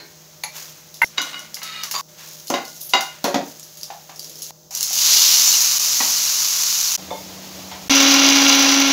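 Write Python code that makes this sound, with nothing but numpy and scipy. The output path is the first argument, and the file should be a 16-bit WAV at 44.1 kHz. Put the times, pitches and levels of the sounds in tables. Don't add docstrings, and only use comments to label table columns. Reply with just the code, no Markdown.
import sys
import numpy as np
from scipy import signal
from scipy.fft import rfft, irfft
from scipy.io import wavfile
from scipy.ndimage import uniform_filter1d

SR = 44100
rng = np.random.default_rng(int(sys.argv[2]) if len(sys.argv) > 2 else 0)


def transcribe(u):
    v = np.clip(np.atleast_2d(u).T, -1, 1)
    q = np.round(v * 32767).astype(np.int16)
    wavfile.write(sys.argv[1], SR, q)


def magnitude_from_level(level_db):
    exponent = np.asarray(level_db, float) / 20
    return 10 ** exponent


N = 393372
T = np.arange(N) / SR


def evened(x):
    return x / np.sqrt(np.mean(x ** 2) + 1e-20)


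def colour(x, points):
    hz, db = np.transpose(points)
    f = abs(np.fft.fftfreq(4096, 1 / SR))
    gain_db = np.interp(np.log(f + 1), np.log(hz), db)
    log_gain = np.log(magnitude_from_level(np.maximum(gain_db, -90)))
    taps = np.fft.ifft(np.exp(np.conj(signal.hilbert(log_gain)))).real
    if abs(taps[1:99]).sum() < abs(taps[-99:]).sum():
        taps = np.roll(taps[::-1], 1)
    return evened(signal.oaconvolve(x, taps[:2048])[:len(x)])


def band(x, lo_hz, hi_hz):
    return signal.sosfilt(signal.butter(2, [lo_hz, hi_hz], "band", fs=SR, output="sos"), x)


def curves(table):
    rows = np.array(table)
    return [np.interp(T, rows[:, 0], column, -120, -120) for column in rows.T[1:]]


def wander(hz):
    return evened(signal.sosfilt(signal.butter(1, hz, fs=SR, output="sos"), rng.standard_normal(N)))


def grains(per_s, spread_db):
    size = magnitude_from_level(spread_db * np.minimum(rng.exponential(1, N), 4)) * rng.standard_normal(N)
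    return evened(size * (rng.random(N) < per_s / SR))


def resonate(x, peaks):
    out = 0
    for hz, width, db in peaks:
        b, a = signal.iirpeak(hz, hz / (2.4 * width), SR)
        once = signal.lfilter(b, a, x)
        out = out + magnitude_from_level(db) * evened(signal.lfilter(b, a, once))
    return evened(out)


def add(mix, s, sound):
    part = mix[round(s * SR):][:len(sound)]
    part += sound[:len(part)]


def air(spectrum, level_db, hum, rumble_db):
    tones = sum(magnitude_from_level(db + 0.57 * wander(6)) * np.sqrt(2) * np.sin(2 * np.pi * hz * T) for hz, db in hum)
    rumble = magnitude_from_level(rumble_db + 2.1 * wander(4.7)) * evened(band(rng.standard_normal(N), 72, 110))
    hush = magnitude_from_level(level_db + 0.75 * wander(2.1)) * colour(rng.standard_normal(N), spectrum)
    return hush + tones + rumble


def knocks(modes, rows, split_hz, take, crash, tilt_db=0.1, length=0.9):
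    wobble_db = 4.5 * (split_hz > 1)
    hz, mode_db, t60 = np.transpose(modes)[:, :, None]
    t, out = np.arange(SR * 2 // 5) / SR, np.zeros(N)
    for row in rows:
        if not take[0] <= row[0] < take[1]:
            continue
        if len(row) > 3:
            s, db, tilt_db, crash_db, length = row
        else:
            s, db, crash_db = row
        place, up, down = rng.standard_normal((3, len(modes), 1))
        tilt = tilt_db * np.log2(hz / 1000)
        level = magnitude_from_level(mode_db + tilt + 0.26 * place - 60 * t / (t60 * length))
        upper_hz = hz + split_hz * (1.146 + 0.45 * up)
        lower_hz = hz - split_hz * (1.6 + 0.6 * down)
        cluster = np.sin(2 * np.pi * hz * t) + 0.78 * np.sin(2 * np.pi * upper_hz * t)
        cluster += 0.35 * np.sin(2 * np.pi * lower_hz * t)
        slow = uniform_filter1d(rng.standard_normal(cluster.shape), size=300)
        flutter = evened(uniform_filter1d(slow, size=300))
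        ring = (level * cluster * magnitude_from_level(wobble_db * flutter * np.minimum(t / 0.014, 1))).sum(0)
        fade = magnitude_from_level(-60 * t / (0.24 * length)) + 1.1 * magnitude_from_level(-60 * t / 0.0026)
        burst = crash[round(s * SR):][:len(t)] * fade
        blow = ring / abs(ring).max() + 0.21 * magnitude_from_level(crash_db) * burst
        add(out, s, magnitude_from_level(db) * blow * np.minimum(t / 0.0012, 1))
    return out


# hz, level_db_per_hz
STOVE_AIR = [(35, -33), (60, -22), (127, -19.5), (160, -10), (244, -22), (354, -16), (540, -30.5),
             (607, -7), (682, -28), (749, -20), (822, -22.5), (2300, -37), (6430, -17.5), (8710, -39.5),
             (16000, -23.5)]
# hz, level_db
STOVE_HUM = [(156.5, -56.5), (357, -68), (495, -65), (603, -82)]


def stove_air():
    return air(STOVE_AIR, -48, STOVE_HUM, -76.5)


# peak_s, rattle_db, rise_s, rub_db relative to the rattle
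STROKES = [(0.563, -32.5, 0.068, -7), (1.275, -43, 0.23, 7.5), (1.8, -46, 0.91, -3), (2.0, -32, 0.17, -6),
           (2.2, -41.5, 0.083, -1), (2.3, -36.5, 0.15, -32), (2.78, -39.5, 1, -39), (2.967, -45, 0.11, 1),
           (3.13, -56.5, .1, 11), (3.5, -40.5, 0.6, -12), (3.725, -44.5, 0.22, -37), (3.94, -50, 0.17, -12),
           (4.34, -45, 0.96, -23), (4.5, -38, 0.63, -14.5), (7.17, -38, .15, -20)]


def strokes():
    rise_db, settle_db_per_s = 26.5, 66
    rest_db, rest_rub_db = -50, -5.5
    lift_s = 0.073
    cuts = np.array([j[0] for j in JOINS])
    sounding = (T < cuts[2]) * (abs(T - cuts[1] - lift_s / 2) > lift_s / 2)
    rattle = magnitude_from_level(2 * rest_db) * sounding + 1e-12
    rub = rattle * magnitude_from_level(2 * rest_rub_db)
    for s, db, rise_s, rub_db in STROKES:
        take = np.searchsorted(cuts, T) == np.searchsorted(cuts, s)
        drop_db = np.maximum(rise_db * (s - T) / rise_s, settle_db_per_s * (T - s))
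        power = take * magnitude_from_level(2 * (db - drop_db))
        rattle, rub = rattle + power, rub + power * magnitude_from_level(2 * rub_db)
    return 10 * np.log10(rattle), 10 * np.log10(rub)


# hz, level_db_per_hz
SEEDS = [(1180, -62), (2000, -48), (2740, -9), (5160, 0.5), (6590, 4.5), (8400, -12), (11900, -6),
         (16000, -2)]


def stirring(ticks, rough):
    rattle_db, rub_db = strokes()
    rattle = magnitude_from_level(rattle_db + 1.0 * wander(37.2)) * colour(ticks, SEEDS)
    rubbing = evened(band(rough + 1.4 * rng.standard_normal(N), 550, 4900))
    return rattle + magnitude_from_level(rub_db + 0.5 * wander(25)) * rubbing


# hz, level_db, t60_s
TIN = [(337, -4.5, 0.47), (1470, -7, 0.29), (1760, -6, 0.4), (2160, -1, 0.3), (2490, -5, .2),
       (4150, 5.5, 0.25), (4440, 1, 0.3)]
CUP = [(860, -5.5, 0.14), (2010, -8, .06), (2120, 1, 0.099), (2300, 0, 0.09), (2580, -3, 0.082),
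       (2700, -16, .08), (3700, -2, 0.062), (4120, 1, 0.05), (4290, -2, 0.07), (6250, -6, 0.11),
       (6630, -3, 0.13), (10600, -8, 0.15), (10950, -6, 0.19), (11400, -7, 0.07)]
GLASS = [(10300, -1, 0.394), (13100, -10, .15)]
BOWL = [(929.4, -3.5, 0.9), (1513, -2.5, 0.06), (1850, 0.5, 0.055), (2070, 3, 0.23), (2120, -3, 0.316),
        (2730, -7, 0.063)]
BOWL_TOP = [(10900, 1, .1), (11500, -5, .1), (12400, 1, .08), (14100, -4, .08), (14600, -7, .08),
            (15400, -9, .06)]
# start_s, peak_db, crash_db
TIN_KNOCKS = [
    (0, -25, -5.5),
]
CUP_KNOCKS = [
    (0.4369, -2, -22),
]
GLASS_KNOCKS = [
    (.942, -46, -44),
]
BOWL_KNOCKS = [
    (1.0168, 3, -21),
]
BOWL_TOP_KNOCKS = [
    (1.019, -11.5, -41),
]


def small_ware(take, crash):
    return (knocks(TIN, TIN_KNOCKS, 70, take, crash)
            + knocks(CUP, CUP_KNOCKS, 70, take, crash, 0.95, 0.45)
            + knocks(GLASS, GLASS_KNOCKS, 30, take, crash)
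            + knocks(BOWL, BOWL_KNOCKS, 0.01, take, crash, 0.1, 0.96)
            + knocks(BOWL_TOP, BOWL_TOP_KNOCKS, 120, take, crash))


# start_s, peak_db, scatter_db of seeds after it, pitch_hz
SNAPS = [(0.436, -18, -25, 4280), (0.942, -26.5, -17.5, 6050), (0.969, -34, -27, 6000),
         (1.0193, -21, -24, 4070), (1.048, -24, -18.5, 5600), (1.2173, -15, -23, 3820),
         (1.3932, -24, -23, 5930), (1.5436, -18, -19.5, 5070), (1.6315, -17.5, -20.5, 5160),
         (1.8348, -13.5, -21, 5200), (1.9118, -13.5, -17, 5540), (2.4714, -24.5, -17, 6720),
         (2.4799, -23, -23, 5100), (2.501, -12, -35, 6250), (2.811, -25.5, -15, 6640),
         (2.894, -27, -11.5, 6400), (3.0082, -14.5, -18.5, 3900), (3.242, -9.5, -22, 4900),
         (2.68, -25, -29, 5600), (3.5963, -25, -24, 6640), (3.6294, -25.5, -22, 6170),
         (3.772, -32.5, -10.5, 5170), (3.812, -27, -32, 5330), (3.832, -15, -28, 5280),
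         (4.16, -30, -18, 5250), (4.1942, -17.5, -26.5, 5530), (4.2442, -23, -25, 5230),
         (4.229, -27, -28, 6000), (4.356, -28, -27, 4930), (4.39, -30, -18, 5560), (4.296, -27, -22, 6800),
         (4.42, -19.5, -16.5, 6520), (2.652, -24, -26, 5200)]
# start_s, peak_db
SPITS = [(4.7502, -9), (4.7735, -13), (4.8081, -9.5), (4.829, -4), (4.8995, -17), (4.9305, -8),
         (4.941, -14), (4.9545, -11), (4.978, -10), (4.988, -13), (5.0605, -7)]
# start_s, peak_db
TICKS = [(0.7756, -36), (0.8724, -33), (1.2244, -31), (1.3094, -36), (1.4556, -38), (2.2714, -34),
         (2.394, -28), (2.4484, -24), (2.4663, -25), (2.5054, -62), (2.6968, -34), (2.7661, -28),
         (2.7744, -33), (2.8135, -22), (2.8244, -27), (2.8674, -14), (2.9018, -23), (4.751, -13),
         (4.8993, -19), (3.596, -37), (3.813, -31), (4.297, -26), (4.428, -13), (4.39, -25)]


def snaps(start, end):
    t, out = np.arange(SR // 5) / SR, np.zeros(N)
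    white = rng.standard_normal(N)
    bright = evened(band(white, 10350, 13240))
    hiss = colour(white, SEEDS) + 0.18 * bright
    spits = [(*spit, -24.5, 6400) for spit in SPITS]
    for s, db, scatter_db, hz in SNAPS + spits:
        detune = np.clip(rng.standard_normal((4, 1)), -1.5, 1.8)
        near = hz * (1 + 0.104 * np.array([[0], [1], [1], [1]]) * detune)
        ring = np.sin(2 * np.pi * near * t).mean(0) * magnitude_from_level(-60 * t / 0.018) * np.minimum(t / 0.0005, 1)
        fade = 0.24 * magnitude_from_level(-60 * t / 0.011) + magnitude_from_level(scatter_db - 60 * t / 0.3)
        tick = hiss[round(s * SR):][:len(t)] * fade
        snap = (start <= s < end) * magnitude_from_level(db + 5.0) * (0.8 * ring + tick)
        add(out, s, snap)
        add(out, s + 0.009, magnitude_from_level(-5.5 - 60 * t / 0.019) * snap)
    for s, db in TICKS:
        fade = magnitude_from_level(db - 15.5 - 60 * t / 0.024)
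        add(out, s, (start <= s < end) * fade * bright[round(s * SR):][:len(t)])
    return out


# start_s, level_db
POPS = [
    (1.0446, -12.5),
    (4.509, -31),
    (7.897, -6),
]


def pops(out):
    for s, db in POPS:
        add(out, s, -magnitude_from_level(db) * np.exp(-np.arange(400) / (0.00023 * SR)))


def far_tone():
    second = (T > JOINS[0][1]) * (T < JOINS[1][0])
    return second * magnitude_from_level(-57.5 + 1.6 * wander(8)) * np.sin(2 * np.pi * 216 * T)


# hz, level_db, t60_s
PAN_LADEN = [(272, -14.5, 0.27), (794, -15, 0.11), (1104, -1.5, 0.13), (1436, -2, 0.45), (2100, -0.5, 0.41),
             (2370, -6, 0.17), (2900, 2, 0.37), (3806, 3.5, 0.24), (4450, -16, .12), (4560, -5, .15),
             (4900, -11, .4)]
PAN_RIM = [(1760, -17, 0.078), (2600, -6, .15), (3430, -4, .15), (5170, -4, .2), (6000, 8, 0.18),
           (6400, 1, .1), (6800, 3, .2), (7100, 0, .2)]
SPOON = [(1070, -4, 0.035), (1645, -1, 0.033), (2080, 1, 0.043), (2780, -2, 0.045), (4120, -6, .04)]
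PAN = [(282, -3, 0.13), (722, -9.5, 0.21), (773, 5, 0.16), (994, 6.5, 0.14), (1439, -5, 0.44),
       (1540, -9, 0.2), (2050, -9, 0.5), (2093, -4, 0.36), (2370, -17, 0.45), (2850, 2.5, 0.23),
       (3110, -27, .2), (3776, -1, 0.23), (4380, -12, 0.18), (4800, -4, 0.22)]
TRIVET = [(224.3, -7, 0.46), (278.4, 4, 0.17), (361, -4, 0.33), (448.5, -1, 0.36), (566, 2.5, 0.22),
          (642, 3, 0.14), (713, 2.5, 0.23), (928, 5, 0.14), (1074, -10, 0.21), (1380, -4.5, 0.3),
          (1910, -13, 0.36), (2450, -10, 0.19)]
# start_s, peak_db, tilt_db_per_octave, crash_db of loose parts, ring length as a factor
LADEN_KNOCKS = [
    (1.175, -18, 9, 2, 0.37),
    (1.18, -2, 2, -10, 0.47),
    (1.186, -18.5, -5, -18, 0.91),
    (1.33, -21, -1, -14, 0.97),
    (1.342, -15.5, 0, -21, 0.72),
]
PAN_KNOCKS = [
    (2.5021, -8.5, -8.5, -10, 0.45),
    (2.5386, -5.5, -2.5, -4, 0.73),
    (2.935, 3, 3.5, -7.5, 0.75),
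    (2.948, -4.5, -2, -18, 0.67),
]
TRIVET_KNOCKS = [
    (2.5004, -9.5, -2, -13, 1),
    (3.242, -2.5, -1, -4, 0.87),
    (3.252, -23, -4, -20, .8),
    (3.343, -1, -1, -0.5, 0.28),
    (3.357, -4, -5.5, -14, 0.7),
]
# start_s, peak_db, crash_db
RIM_KNOCKS = [
    (1.179, -15, -26),
    (2.501, -20, -17),
    (2.54, -28, -17),
    (2.936, -10, -29),
]
SPOON_KNOCKS = [
    (1.568, -20.5, -11),
    (1.617, -18, -12),
    (1.659, -28, -14),
    (1.833, -21, -6),
    (1.911, -17, -12),
    (1.94, -23.5, -3),
    (7.71, -31.5, -10),
]


def pan_and_spoon(take, crash):
    return (knocks(PAN_LADEN, LADEN_KNOCKS, 22, take, crash)
            + knocks(PAN_RIM, RIM_KNOCKS, 40, take, crash)
            + knocks(SPOON, SPOON_KNOCKS, 60, take, crash)
            + knocks(PAN, PAN_KNOCKS, 22, take, crash)
            + knocks(TRIVET, TRIVET_KNOCKS, 17, take, crash))


# hz, width_hz, level_db
SCRAPE = [(2200, 50, -9), (2865, 32, 5.5), (3740, 50, 9), (4280, 60, 6), (4570, 80, 1), (4930, 67, 0),
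          (6700, 90, -9)]
# start_s, level_db, note_hz, squeal_hz
DRAG = [
    (1.56, -46, 1320, 2600),
    (1.612, -54, 1290, 2580),
    (1.622, -30, 1325, 2570),
    (1.7, -25.5, 1290, 2470),
    (1.78, -26, 1310, 2440),
    (1.84, -25, 1273, 2350),
    (1.885, -33, 1110, 2300),
    (1.91, -47, 1100, 2260),
]


def dish_drag(rough):
    drag_db, note_hz, squeal_hz = curves(DRAG)
    lowest = np.exp(2j * np.pi * np.cumsum(note_hz) / SR)
    second = np.exp(2j * np.pi * 1.53 * np.cumsum(note_hz) / SR)
    squeal = np.exp(2j * np.pi * np.cumsum(squeal_hz) / SR)
    narrow = signal.butter(2, 16, fs=SR, output="sos")
    note = 0
    for carrier, gain in ((lowest, 1), (second, magnitude_from_level(-4)), (squeal, 0.58 * magnitude_from_level(4.7 * wander(13)))):
        slow = signal.sosfilt(narrow, rng.standard_normal(N) / carrier)
        note = note + gain * (carrier * slow).real
    slips = (rough + rng.standard_normal(N)) * magnitude_from_level(1.5 * wander(45))
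    modes = sum(magnitude_from_level(peak[2] + 2.5 * wander(8.1)) * resonate(slips, [peak]) for peak in SCRAPE)
    drag = evened(modes) + 0.69 * evened(band(rough, 1140, 4100)) + 0.64 * evened(note)
    return magnitude_from_level(drag_db - 9.5 + 1.2 * wander(30)) * drag


# hz, level_db, t60_s
DISH = [(1050, -7, 0.59), (1100, -1, 0.074), (2650, -10, 0.099), (3650, -9, .1), (4360, -5, .1),
        (4700, -2, 0.14), (6450, -9, .12), (6850, -4, 0.16), (7200, -9, 0.12)]
HANDLE = [(726, 0.5, 0.17), (795, 0.5, 0.094), (965, -3, 0.13), (1500, -9, .05), (1780, -10, .05)]
# start_s, peak_db, crash_db
DISH_KNOCKS = [
    (1.94, -14, -3),
    (1.951, -8, -34),
    (1.962, -7.5, -35),
    (1.977, -27, -29),
]
HANDLE_KNOCKS = [
    (3.902, -18, -6.5),
    (3.878, -44, 4),
    (4.093, -29, 4),
    (4.506, -25, 1.5),
    (4.709, -30, -15),
    (4.907, -25, -13),
]


def dish_and_handle(take, crash):
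    return (knocks(DISH, DISH_KNOCKS, 40, take, crash, 1.5, 0.6)
            + knocks(HANDLE, HANDLE_KNOCKS, 30, take, crash, 1.5, 0.7))


# start_s, level_db
TOSS = [
    (2.805, -52),
    (2.815, -35.5),
    (2.92, -42),
    (2.94, -54),
]


def seed_toss(ticks):
    return magnitude_from_level(curves(TOSS)[0] + 3.5 * wander(40)) * evened(band(ticks, 10600, 15500))


# start_s, level_db
SCUFF = [
    (4.1, -60),
    (4.382, -50),
    (4.508, -58),
]


def pan_shift(rough):
    low = band(band(rough, 300, 634), 260, 634)
    return magnitude_from_level(curves(SCUFF)[0] + 0.66 * wander(18)) * evened(low)


# start_s, hiss_db that stands for the heat
SIZZLE = [(4.708, -37), (4.748, -32), (4.88, -28.5), (4.93, -25.5), (5.0, -19.5), (5.07, -15.5),
          (5.15, -14), (5.24, -13.5), (5.47, -14.5), (5.8, -18.5), (6.96, -20.5), (6.97, -44)]
# hz, level_db_per_hz
STEAM = [(120, -63), (200, -31.5), (509, -34), (659, -28), (1080, -19.5), (1810, -22.5), (5900, 12),
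         (6900, 7), (8420, -13.5), (11900, -6.5), (16000, -9)]
# hz, width_hz, level_db
PAN_HOLLOW = [(1065, 900, -18), (2890, 110, 12), (4300, 410, 16)]


def sizzle():
    hiss_db = curves(SIZZLE)[0]
    heat_db = np.maximum(hiss_db, -40) + 18
    body_db, top_db = -14.5 - 0.15 * heat_db, -2 - 0.031 * heat_db
    middle_db = -6 + 0.39 * heat_db
    middle_db = middle_db + 1.5 * (T - 5) - 4 * np.clip((T - 5.3) / 0.13, 0, 1)
    steam = rfft(colour(grains(5000, 2.2) + rng.standard_normal(N), STEAM))
    hz = np.log(np.fft.rfftfreq(N, 1 / SR) + 1)
    shares = [np.interp(hz, np.log([1800, 3300, 5600, 11000]), row) for row in np.eye(4)]
    body, middle, hiss, top = (evened(irfft(steam * share, N)) for share in shares)
    mix = hiss + magnitude_from_level(middle_db) * middle + magnitude_from_level(body_db) * body + magnitude_from_level(top_db) * top
    gusts = irfft(steam, N) * magnitude_from_level(9.2 * wander(25))
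    mix += magnitude_from_level(body_db - 4.5) * resonate(gusts, PAN_HOLLOW)
    dip_s, dip_db, recovery_s = 5.784, -14, 0.013
    join_db = dip_db * np.clip(1 - (T - dip_s) / recovery_s, 0, T > dip_s)
    return magnitude_from_level(hiss_db + join_db - 2.5 + 0.5 * wander(83)) * mix


# start_s, length_s, low_hz, high_hz, level_db
PARTINGS = [
    (5.455, 0.067, 5660, 6560, -18),
    (5.46, 0.22, 12700, 15900, -35),
]


def partings():
    out = np.zeros(N)
    for s, length, lo_hz, hi_hz, db in PARTINGS:
        noise = band(band(rng.standard_normal(round(length * SR)), lo_hz, hi_hz), lo_hz, hi_hz)
        add(out, s, magnitude_from_level(db) * evened(noise) * np.hanning(len(noise)))
    return out


# hz, level_db, t60_s
LID = [(260, -5.5, 0.22), (766, -5, 0.27), (960, -1, 0.061), (1093, 0, 0.17), (1460, -9, 0.1),
       (1950, -0.5, 0.2), (2470, -6, 0.079)]
# start_s, peak_db, crash_db
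LID_KNOCKS = [
    (6.003, -10, -2.5),
]


def lid(take, crash):
    return knocks(LID, LID_KNOCKS, 9, take, crash)


# hz, level_db_per_hz
COUNTER_AIR = [(24, -65), (40, -39), (185, -8), (237, -9), (290, -0.5), (382, -8.5), (630, -4), (1550, -15),
               (6650, -8), (8340, -24), (16000, -15)]
# hz, level_db
COUNTER_HUM = [(156.1, -55.5), (188.4, -45), (285.3, -59)]


def counter_air():
    return air(COUNTER_AIR, -36.5, COUNTER_HUM, -53.5) * np.where(T < 7.89, 1, 0.4)


# hz, level_db, t60_s
JAR = [(580, 9.5, 0.044), (664, 5, 0.089), (882, 12.5, 0.11), (1010, 9.5, 0.067), (2160, -2, 0.4),
       (3524, -2, 0.23)]
# start_s, peak_db, tilt_db_per_octave, crash_db, ring length as a factor
JAR_KNOCKS = [
    (7.106, -18.5, 5, -22, 1.06),
    (7.112, -10.5, -14, -28, 0.78),
    (7.122, -19, -8, -12, .9),
    (7.25, -45, 8, -20, .5),
    (7.7129, -29, -4, 9.5, 1.25),
]


def jar(take, crash):
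    return knocks(JAR, JAR_KNOCKS, 25, take, crash)


# start_s, shaft_hz, tone_db, roar_db
GRIND = [
    (7.897, 274, -27, -16.5),
    (7.911, 273.7, -15, -15),
    (7.925, 275.3, -19, -13),
    (8.479, 276.6, -18.5, -13.5),
    (8.681, 275.5, -20.5, -14),
    (8.909, 274.9, -18.5, -17),
    (8.92, 275.5, -25, -15.5),
]
SHAFT = [3.5, -12.5, -13.5, -16, -11, -21, -21, -12, -18, -12, -15, -10.5]
# hz, level_db_per_hz
ROAR = [(190, -21.5), (330, -4), (388, -13), (546, -5.5), (663, -5.5), (806, -10.5), (903, -9),
        (1380, -2.5), (1910, -7), (2600, -7.5), (2900, -3), (5390, -2.5), (5940, 3.5), (8490, -31),
        (10500, -17.5), (16000, -24.5)]
# hz, width_hz, level_db
HOUSING = [(793, 45, -2), (1014, 40, -0.5), (2296, 166, 7.5), (2440, 47, 2.5), (2730, 150, 8.5),
           (3450, 130, 5), (3957, 51, 5.5), (5000, 230, 1), (5940, 250, 4.5), (6450, 140, -5.5)]
JAR_TOP = [(9890, 60, -5.5), (10760, 180, -2), (11150, 160, -1), (12300, 200, 0), (13150, 150, -5),
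           (13500, 100, -4), (14700, 300, -6), (15300, 250, 2)]
# start_s, level_db
LUMPS = [(7.9059, 1), (7.9498, 3), (8.0006, -3), (8.0266, -1), (8.0665, -10), (8.083, 0), (8.1099, 0),
         (8.137, 3), (8.1857, -6), (8.2112, -17), (8.2329, -6), (8.2624, -3), (8.288, 2.5), (8.3194, -18),
         (8.3523, -3), (8.3825, -10), (8.4022, -9), (8.4169, -6), (8.4352, -3), (8.4821, 2.5), (8.5255, -7),
         (8.5501, 1), (8.5923, 3), (8.624, 1), (8.6741, -8), (8.7135, 1), (8.739, -5), (8.784, -16),
         (8.8, 1), (8.8737, 0)]


def grinder():
    hz, tone_db, roar_db = curves(GRIND)
    turns = np.cumsum(np.maximum(hz, 0) * (1 + 0.002 * wander(6.0))) / SR
    orders = 0
    for k, db in enumerate(SHAFT, 1):
        level = magnitude_from_level(db - SHAFT[0] + 1.0 * k ** 0.16 * wander(32))
        orders = orders + level * np.cos(2 * np.pi * k * turns + k * k)
    throb = 1 + 0.5 * np.cos(2 * np.pi * turns + 1.24)
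    chop = (rng.standard_normal(N) + 0.6 * grains(2500, 5.5)) * throb
    spray = resonate(throb * rng.standard_normal(N), JAR_TOP)
    spray = spray + 0.89 * evened(band(band(chop, 9000, 19000), 9000, 19000))
    bursts, t = np.full(N, 0.34), np.arange(SR // 10) / SR
    for s, db in LUMPS:
        add(bursts, s, magnitude_from_level(db + 5.0) * np.exp(-t / 0.016))
    clang = magnitude_from_level(-6.5) * bursts * resonate(chop[::-1] / throb[::-1] * throb ** 2, HOUSING[-3:])
    top = magnitude_from_level(-20.5) * bursts * spray
    housing = resonate(rng.permutation(chop / throb) * throb, HOUSING)
    roar = evened(colour(chop, ROAR) + 0.71 * housing + top + clang)
    return np.sqrt(2) * magnitude_from_level(tone_db) * orders + magnitude_from_level(roar_db + 0.4 + 1.0 * wander(60)) * roar


def kitchen(x, t60, wet_db):
    t = np.arange(SR // 2) / SR
    noise = rng.standard_normal(len(t)) * (t > 0.004)
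    tail = band(noise, 210, 4520) * magnitude_from_level(-60 * t / t60)
    tail = tail + 0.79 * band(noise, 2900, 9100) * magnitude_from_level(-90 * t / t60)
    return x + magnitude_from_level(wet_db) * signal.oaconvolve(x, tail / np.linalg.norm(tail))[:len(x)]


# old take's end_s, next take's start_s
JOINS = [
    (1.0445, 1.0445),
    (2.011, 2.011),
    (4.5088, 4.5088),
    (6.964, 6.976),
    (7.885, 7.8965),
]
# hz, level_db_per_hz
CRASH = [(71, -40), (120, -22), (267, -16.5), (1010, 0.5), (1210, -6), (3820, -9), (6900, -12), (8400, -32),
         (11500, -28.5), (16000, -25.5)]


def scene():
    room = np.where(T < 6.97, stove_air(), counter_air()) + far_tone()
    ticks = grains(2500, 0.74) + 0.66 * rng.standard_normal(N)
    rough = grains(3000, 2.5)
    steady = stirring(ticks, rough) + dish_drag(rough) + seed_toss(ticks) + pan_shift(rough)
    steady += sizzle() + grinder()
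    out = np.zeros(N)
    crash = colour(rng.standard_normal(N), CRASH)
    bass_cut = signal.butter(4, 150, "high", fs=SR, output="sos")
    for start, end in zip([0] + [j[1] for j in JOINS], [j[0] for j in JOINS] + [N / SR]):
        take = slice(round(start * SR), round(end * SR))
        blows = snaps(start, end)
        for struck in (small_ware, pan_and_spoon, dish_and_handle, lid, jar):
            blows += struck((start, end), crash)
        near = steady[take] + kitchen(blows[take], 0.32, -7.5)
        out[take] = room[take] + signal.sosfilt(bass_cut, near)
    pops(out)
    side = partings()
    return np.array([out + side, out - side])


def roll_off(x):
    return signal.sosfilt(signal.butter(12, 17000, fs=SR, output="sos"), x)


def record(dry):
    edge = signal.firwin(701, 15740, window=("kaiser", 11), fs=SR)
    mix = signal.oaconvolve(np.clip(dry, -0.9, 0.9), edge[None], "same")
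    return roll_off(mix)


dry = scene()
out = record(dry)
transcribe(out)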